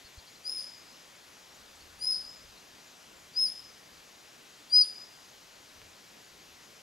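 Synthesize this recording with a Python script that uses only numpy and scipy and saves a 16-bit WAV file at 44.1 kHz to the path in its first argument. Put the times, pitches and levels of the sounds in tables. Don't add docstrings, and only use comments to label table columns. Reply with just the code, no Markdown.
import sys
import numpy as np
from scipy import signal
from scipy.fft import rfft, irfft, next_fast_len
from scipy.io import wavfile
from scipy.ndimage import uniform_filter1d

SR = 44100
rng = np.random.default_rng(int(sys.argv[2]) if len(sys.argv) > 2 else 0)


def magnitude_from_level(level_db):
    exponent = np.asarray(level_db, float) / 20
    return 10 ** exponent


def transcribe(u):
    v = np.clip(np.atleast_2d(u).T, -1, 1)
    q = np.round(v * 32767).astype(np.int16)
    wavfile.write(sys.argv[1], SR, q)


N = 300742


def evened(x):
    return x / np.sqrt(np.mean(x ** 2) + 1e-20)


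def smoothed_twice(x, size, axes=(0, 0)):
    for axis in axes:
        x = uniform_filter1d(x, size, axis)
    return evened(x)


def read(points, hz):
    f, value = np.transpose(points)
    return np.interp(np.log(hz + 1), np.log(f + 1), value)


def add(mix, start, sound):
    part = mix[..., round(start * SR):][..., :sound.shape[-1]]
    part += sound[..., :part.shape[-1]]


# [f/Hz, lead/radians]
PORT_LEAD = [(60, 0), (250, -.45), (600, -1.1), (950, -1.2), (2070, -.7), (4480, -.5), (8530, -.2),
             (15300, 0)]


def port_turn(hz):
    return np.exp(-1j * read(PORT_LEAD, hz))


def ports(x):
    length = x.shape[1]
    size = next_fast_len(length)
    turn = port_turn(np.fft.rfftfreq(size, 1 / SR))
    right = irfft(rfft(x[1], size) * turn, size)[:length]
    return np.array([x[0], right])


# [f/Hz, likeness 0-1]
LIKENESS = [(60, 0.94), (150, 0.98), (350, 0.59), (800, 0.72), (1500, 0.54), (3000, 0.88), (6000, 1),
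            (9000, 0.87), (12500, 0.95)]
# [f/Hz, level/dB]
LEFT_TILT = [(60, -1), (130, 0.5), (290, 0), (640, 1.0), (1410, 1.5), (3100, 3), (6820, 3.5), (15000, -1)]


def noise(spectrum, size, patchy_db):
    frames = 4 * N // size + 5
    hz = np.fft.rfftfreq(size, 1 / SR)
    a, b, c, d, patches = rng.standard_normal((frames, len(hz), 5)).T
    patches = smoothed_twice(patches, 12, axes=(0, 1))
    same = np.clip(read(LIKENESS, hz), 0, 1)[:, None]
    left = a + 1j * b
    right = same * left + np.sqrt(1 - same ** 2) * (c + 1j * d)
    right = right * port_turn(hz)[:, None]
    tilt = magnitude_from_level(read(LEFT_TILT, hz) / 2)[:, None]
    colour = magnitude_from_level(read(spectrum, hz)[:, None] + patchy_db * patches)
    z = np.array([left * tilt, right / tilt]) * colour
    x = signal.istft(z, nperseg=size, noverlap=size * 3 // 4)[1][:, :N]
    return x / np.sqrt(np.mean(x.mean(0) ** 2))


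# [f/Hz, level/dB per Hz]
WEIR_COLOUR = [(59, -18.5), (100, -8), (200, -3.5), (600, -3.5), (1300, -5), (2500, -6), (5000, -7),
               (6800, -9), (7600, -13), (8800, -18), (10300, -17), (12500, -18.5), (14500, -24.5),
               (15600, -25.5)]


def weir_and_leaves():
    return magnitude_from_level(-55.5) * noise(WEIR_COLOUR, size=1024, patchy_db=0.83)


# [f/Hz, level/dB per Hz]
AIR_COLOUR = [(8.8, -43), (15, -4), (59, -1), (76, 2.5), (119, -6.5), (156, -4), (200, -27), (260, -46),
              (440, -120)]
# [middle t/s, level/dB, half width t/s]
GUST_TIMES = [(1.6, -68, 0.045), (1.92, -68.5, 0.17), (2.47, -63.5, .07), (3.2, -75, .1),
              (3.95, -68.5, .04), (5.58, -74, 0.054), (5.83, -66.5, 0.071), (6.33, -77, 0.071),
              (6.7, -81, 0.2), (3.7, -76, 0.089), (2.25, -74, 0.11)]


def air():
    t = np.arange(N) / SR
    push = magnitude_from_level(-80.5)
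    for middle, db, width in GUST_TIMES:
        push = push + magnitude_from_level(db) * np.exp(-((t - middle) / width) ** 2)
    return push * noise(AIR_COLOUR, size=4096, patchy_db=-2.5)


# [f/Hz, t/s]
ECHO_FADE = [(3000, 0.19), (5000, 0.59), (10000, 0.4), (15000, 0.18)]
# [level/dB, factor on fade time]
FAR_WOOD = (-11, 1.42)
# [delay t/s, spread t/s, level/dB]
EARLY_RETURN = (0.018, 0.014, 3)
# [delay t/s, spread t/s]
LATE_RETURN = (.44, .045)


def echoes(gap_s, spread, trees_db):
    t = np.arange(SR) / SR
    taps = np.zeros((2, SR))
    at = np.arange(0, SR - 20, 20) + rng.integers(0, 20, (2, (SR - 1) // 20))
    np.put_along_axis(taps, at, rng.choice([-1., 1.], at.shape), 1)
    taps *= np.clip(t / gap_s - .5, 0, 1)
    bunch_db = 0
    for delay, width, db in (EARLY_RETURN, (*LATE_RETURN, trees_db)):
        bunch_db = bunch_db + db * np.exp(-((t - delay) / width) ** 2)
    taps *= magnitude_from_level(bunch_db)
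    taps[1] = np.sqrt(1 - spread ** 2) * taps[0] + spread * taps[1]
    hz, _, z = signal.stft(taps, SR, nperseg=256)
    frame_t = _
    fade_db = -60 * frame_t / read(ECHO_FADE, hz)[:, None]
    wood_db, slower = FAR_WOOD
    fade = np.hypot(magnitude_from_level(fade_db), magnitude_from_level(wood_db + fade_db / slower))
    tail = signal.istft(z * fade, SR, nperseg=256)[1]
    return tail / np.linalg.norm(tail[0])


# [middle t/s, level/dB, length t/s]
TWO_NOTE_TRILL = [
    (.06, -62, .055),
    (.19, -61, .045),
    (.283, -61, .045),
    (.362, -62, .03),
]
# [middle t/s, level/dB, f/Hz, glide f/Hz]
FAR_NOTES = [(.32, -66, 6900, 0), (.62, -66, 6200, -300), (.75, -69, 7400, -200), (.78, -66, 6550, 0),
             (1.165, -68, 7200, 400), (1.515, -65, 5600, 300), (1.55, -65, 7000, -200),
             (1.68, -67, 5000, -300), (1.76, -69, 7800, 400), (1.815, -59, 4550, 700),
             (2.04, -66, 7450, -100), (2.3, -67, 7400, 0), (2.375, -65, 7000, -500),
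             (2.58, -61, 4200, -100), (2.875, -65, 7100, -600), (3.17, -66, 7300, -400),
             (3.2, -67, 6900, -200), (4.295, -65, 5300, 700), (5.055, -63, 5450, 800),
             (5.295, -64, 6400, 0), (6.42, -67, 6550, 0), (6.65, -67, 6700, -500)]


def bird_notes():
    start_hz, sag_hz_per_s = 4370, 450
    above_hz, upper_db, share = 520, -1, .7
    rows = []
    for middle, db, length in TWO_NOTE_TRILL:
        hz = start_hz - sag_hz_per_s * middle
        rows.append((middle, db, hz, 0, length))
        rows.append((middle, db + upper_db, hz + above_hz, 0, share * length))
    return rows + [(*row, .036) for row in FAR_NOTES]


def birds():
    out = np.zeros(N)
    waver_hz = 150 * smoothed_twice(rng.standard_normal(N), 200)
    for middle, db, hz, glide_hz, length in bird_notes():
        u = np.linspace(-.5, .5, round(length * SR))
        pitch = hz + glide_hz * u + waver_hz[round(middle * SR):][:len(u)] / 2
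        tone = np.sin(2 * np.pi * np.cumsum(pitch) / SR)
        add(out, middle - length / 2, magnitude_from_level(db) * 2 * np.hanning(len(u)) * tone)
    trees = echoes(gap_s=0.0028, spread=0.41, trees_db=0)[:, :SR // 10]
    blur = signal.fftconvolve(out[None], trees, axes=1)[:, :N]
    return ports(out + magnitude_from_level(-7) * blur) * magnitude_from_level([[1.2], [-1.2]])


# [t/s, level/dB, f/Hz, 60 dB fade t/s]
FINGER_TICK = (5.817, -38.5, 2200, .004)
# [middle t/s, level/dB, f/Hz, length t/s]
HAND_BUMPS = [
    (0.051, -51.5, 60.4, 0.017),
    (0.183, -43, 65, 0.028),
]


def housing():
    out = np.zeros(N)
    start, db, hz, fade_s = FINGER_TICK
    t = np.arange(400) / SR
    fade_db = db - 60 * t / fade_s
    add(out, start, -magnitude_from_level(fade_db) * np.cos(2 * np.pi * hz * t))
    add(out, start + .0013, magnitude_from_level(fade_db - 6) * np.cos(np.pi * hz * t))
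    for middle, db, hz, length in HAND_BUMPS:
        t = np.arange(-length / 2, length / 2, 1 / SR)
        add(out, middle - length / 2, magnitude_from_level(db) * np.hanning(len(t)) * np.sin(2 * np.pi * hz * t))
    return out


# [start t/s, fall t/s, top f/Hz, end f/Hz, bend of the fall]
ARCHES = [
    (.432, .077, 5235, 4400, 2.8),
    (1.987, .068, 5135, 4050, 3.5),
    (3.332, .058, 5205, 4550, 2.8),
    (4.694, .073, 5010, 2300, 3.5),
]
# [level/dB, attack t/s, middle swell/dB, second partial level/dB, its swell/dB]
EFFORTS = [
    (-35.5, 0.019, -8, -56.5, -2),
    (-35, 0.025, -1.5, -48.5, 1),
    (-28.5, 0.031, 2.5, -69.5, 6.5),
    (-23, 0.03, 6.5, -50.5, 3.5),
]
# [echo level/dB against direct, same for overtones/dB, third partial/dB, left over right/dB]
HEAD_TURNS = [
    (0.5, 7, -30, 3.5),
    (0.5, -1, -28, 3.5),
    (-12, 16.5, -49, 4),
    (-16, -1, -45, 3.5),
]
TREE_RETURNS = [17, 2, 4, 9]


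def whistle(arch, effort, head_turn, trees_db):
    start, fall, top_hz, end_hz, bend = arch
    level_db, attack, swell_db, second_db, second_swell_db = effort
    echo_db, over_echo_db, third_db, pan_db = head_turn
    start_hz, rise_s, rise_bend = 4500, .093, 2.4
    t = np.arange(0, rise_s + fall, 1 / SR)
    climb_hz = (top_hz - start_hz) * np.clip(1 - t / rise_s, 0, 1) ** rise_bend
    drop_hz = (top_hz - end_hz) * np.clip((t - rise_s) / fall, 0, 1) ** bend
    turn = 2 * np.pi * np.cumsum(top_hz - climb_hz - drop_hz) / SR

    onset = -11 * uniform_filter1d(np.clip(1 - t / attack, 0, 1), size=300, mode="nearest")
    onset = onset - 20 / (1 + np.exp((t - attack) / 0.0041))
    swell = np.sin(np.pi * (t / t[-1]) ** 1.13) ** 2
    loss = -41.5 * (drop_hz / 1000) ** 2.16
    thread_db = -33
    first = magnitude_from_level(level_db + onset + swell_db * swell + np.maximum(loss, thread_db))
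    second = magnitude_from_level(second_db + .4 * onset + second_swell_db * swell + 0.41 * loss)
    third = first ** 1.75 / first.max() ** 0.74 * magnitude_from_level(third_db)

    edge = np.sqrt(2) * signal.windows.tukey(len(t), .08)
    tone = edge * first * np.sin(turn)
    over = edge * (second * np.sin(2 * turn) + third * np.sin(3 * turn))
    thrown = magnitude_from_level(echo_db) * tone + magnitude_from_level(over_echo_db) * over
    shore = echoes(gap_s=0.0067, spread=0.32, trees_db=trees_db)
    heard = signal.fftconvolve(thrown[None], shore, axes=1)
    add(heard, 0, np.array([tone + over] * 2))
    return start, ports(heard) * magnitude_from_level([[pan_db / 2], [-pan_db / 2]])


def scene():
    mix = weir_and_leaves() + air() + birds() + housing()
    for row in zip(ARCHES, EFFORTS, HEAD_TURNS, TREE_RETURNS):
        add(mix, *whistle(*row))
    return mix


def roll_off(x):
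    return signal.sosfilt(signal.butter(12, 15740, fs=SR, output="sos"), x)


def record(dry):
    low_pass = signal.firwin(1023, 15730, window=("kaiser", 9), fs=SR)
    limited = signal.oaconvolve(dry, low_pass[None], "same")
    return roll_off(limited)


dry = scene()
out = record(dry)
transcribe(out)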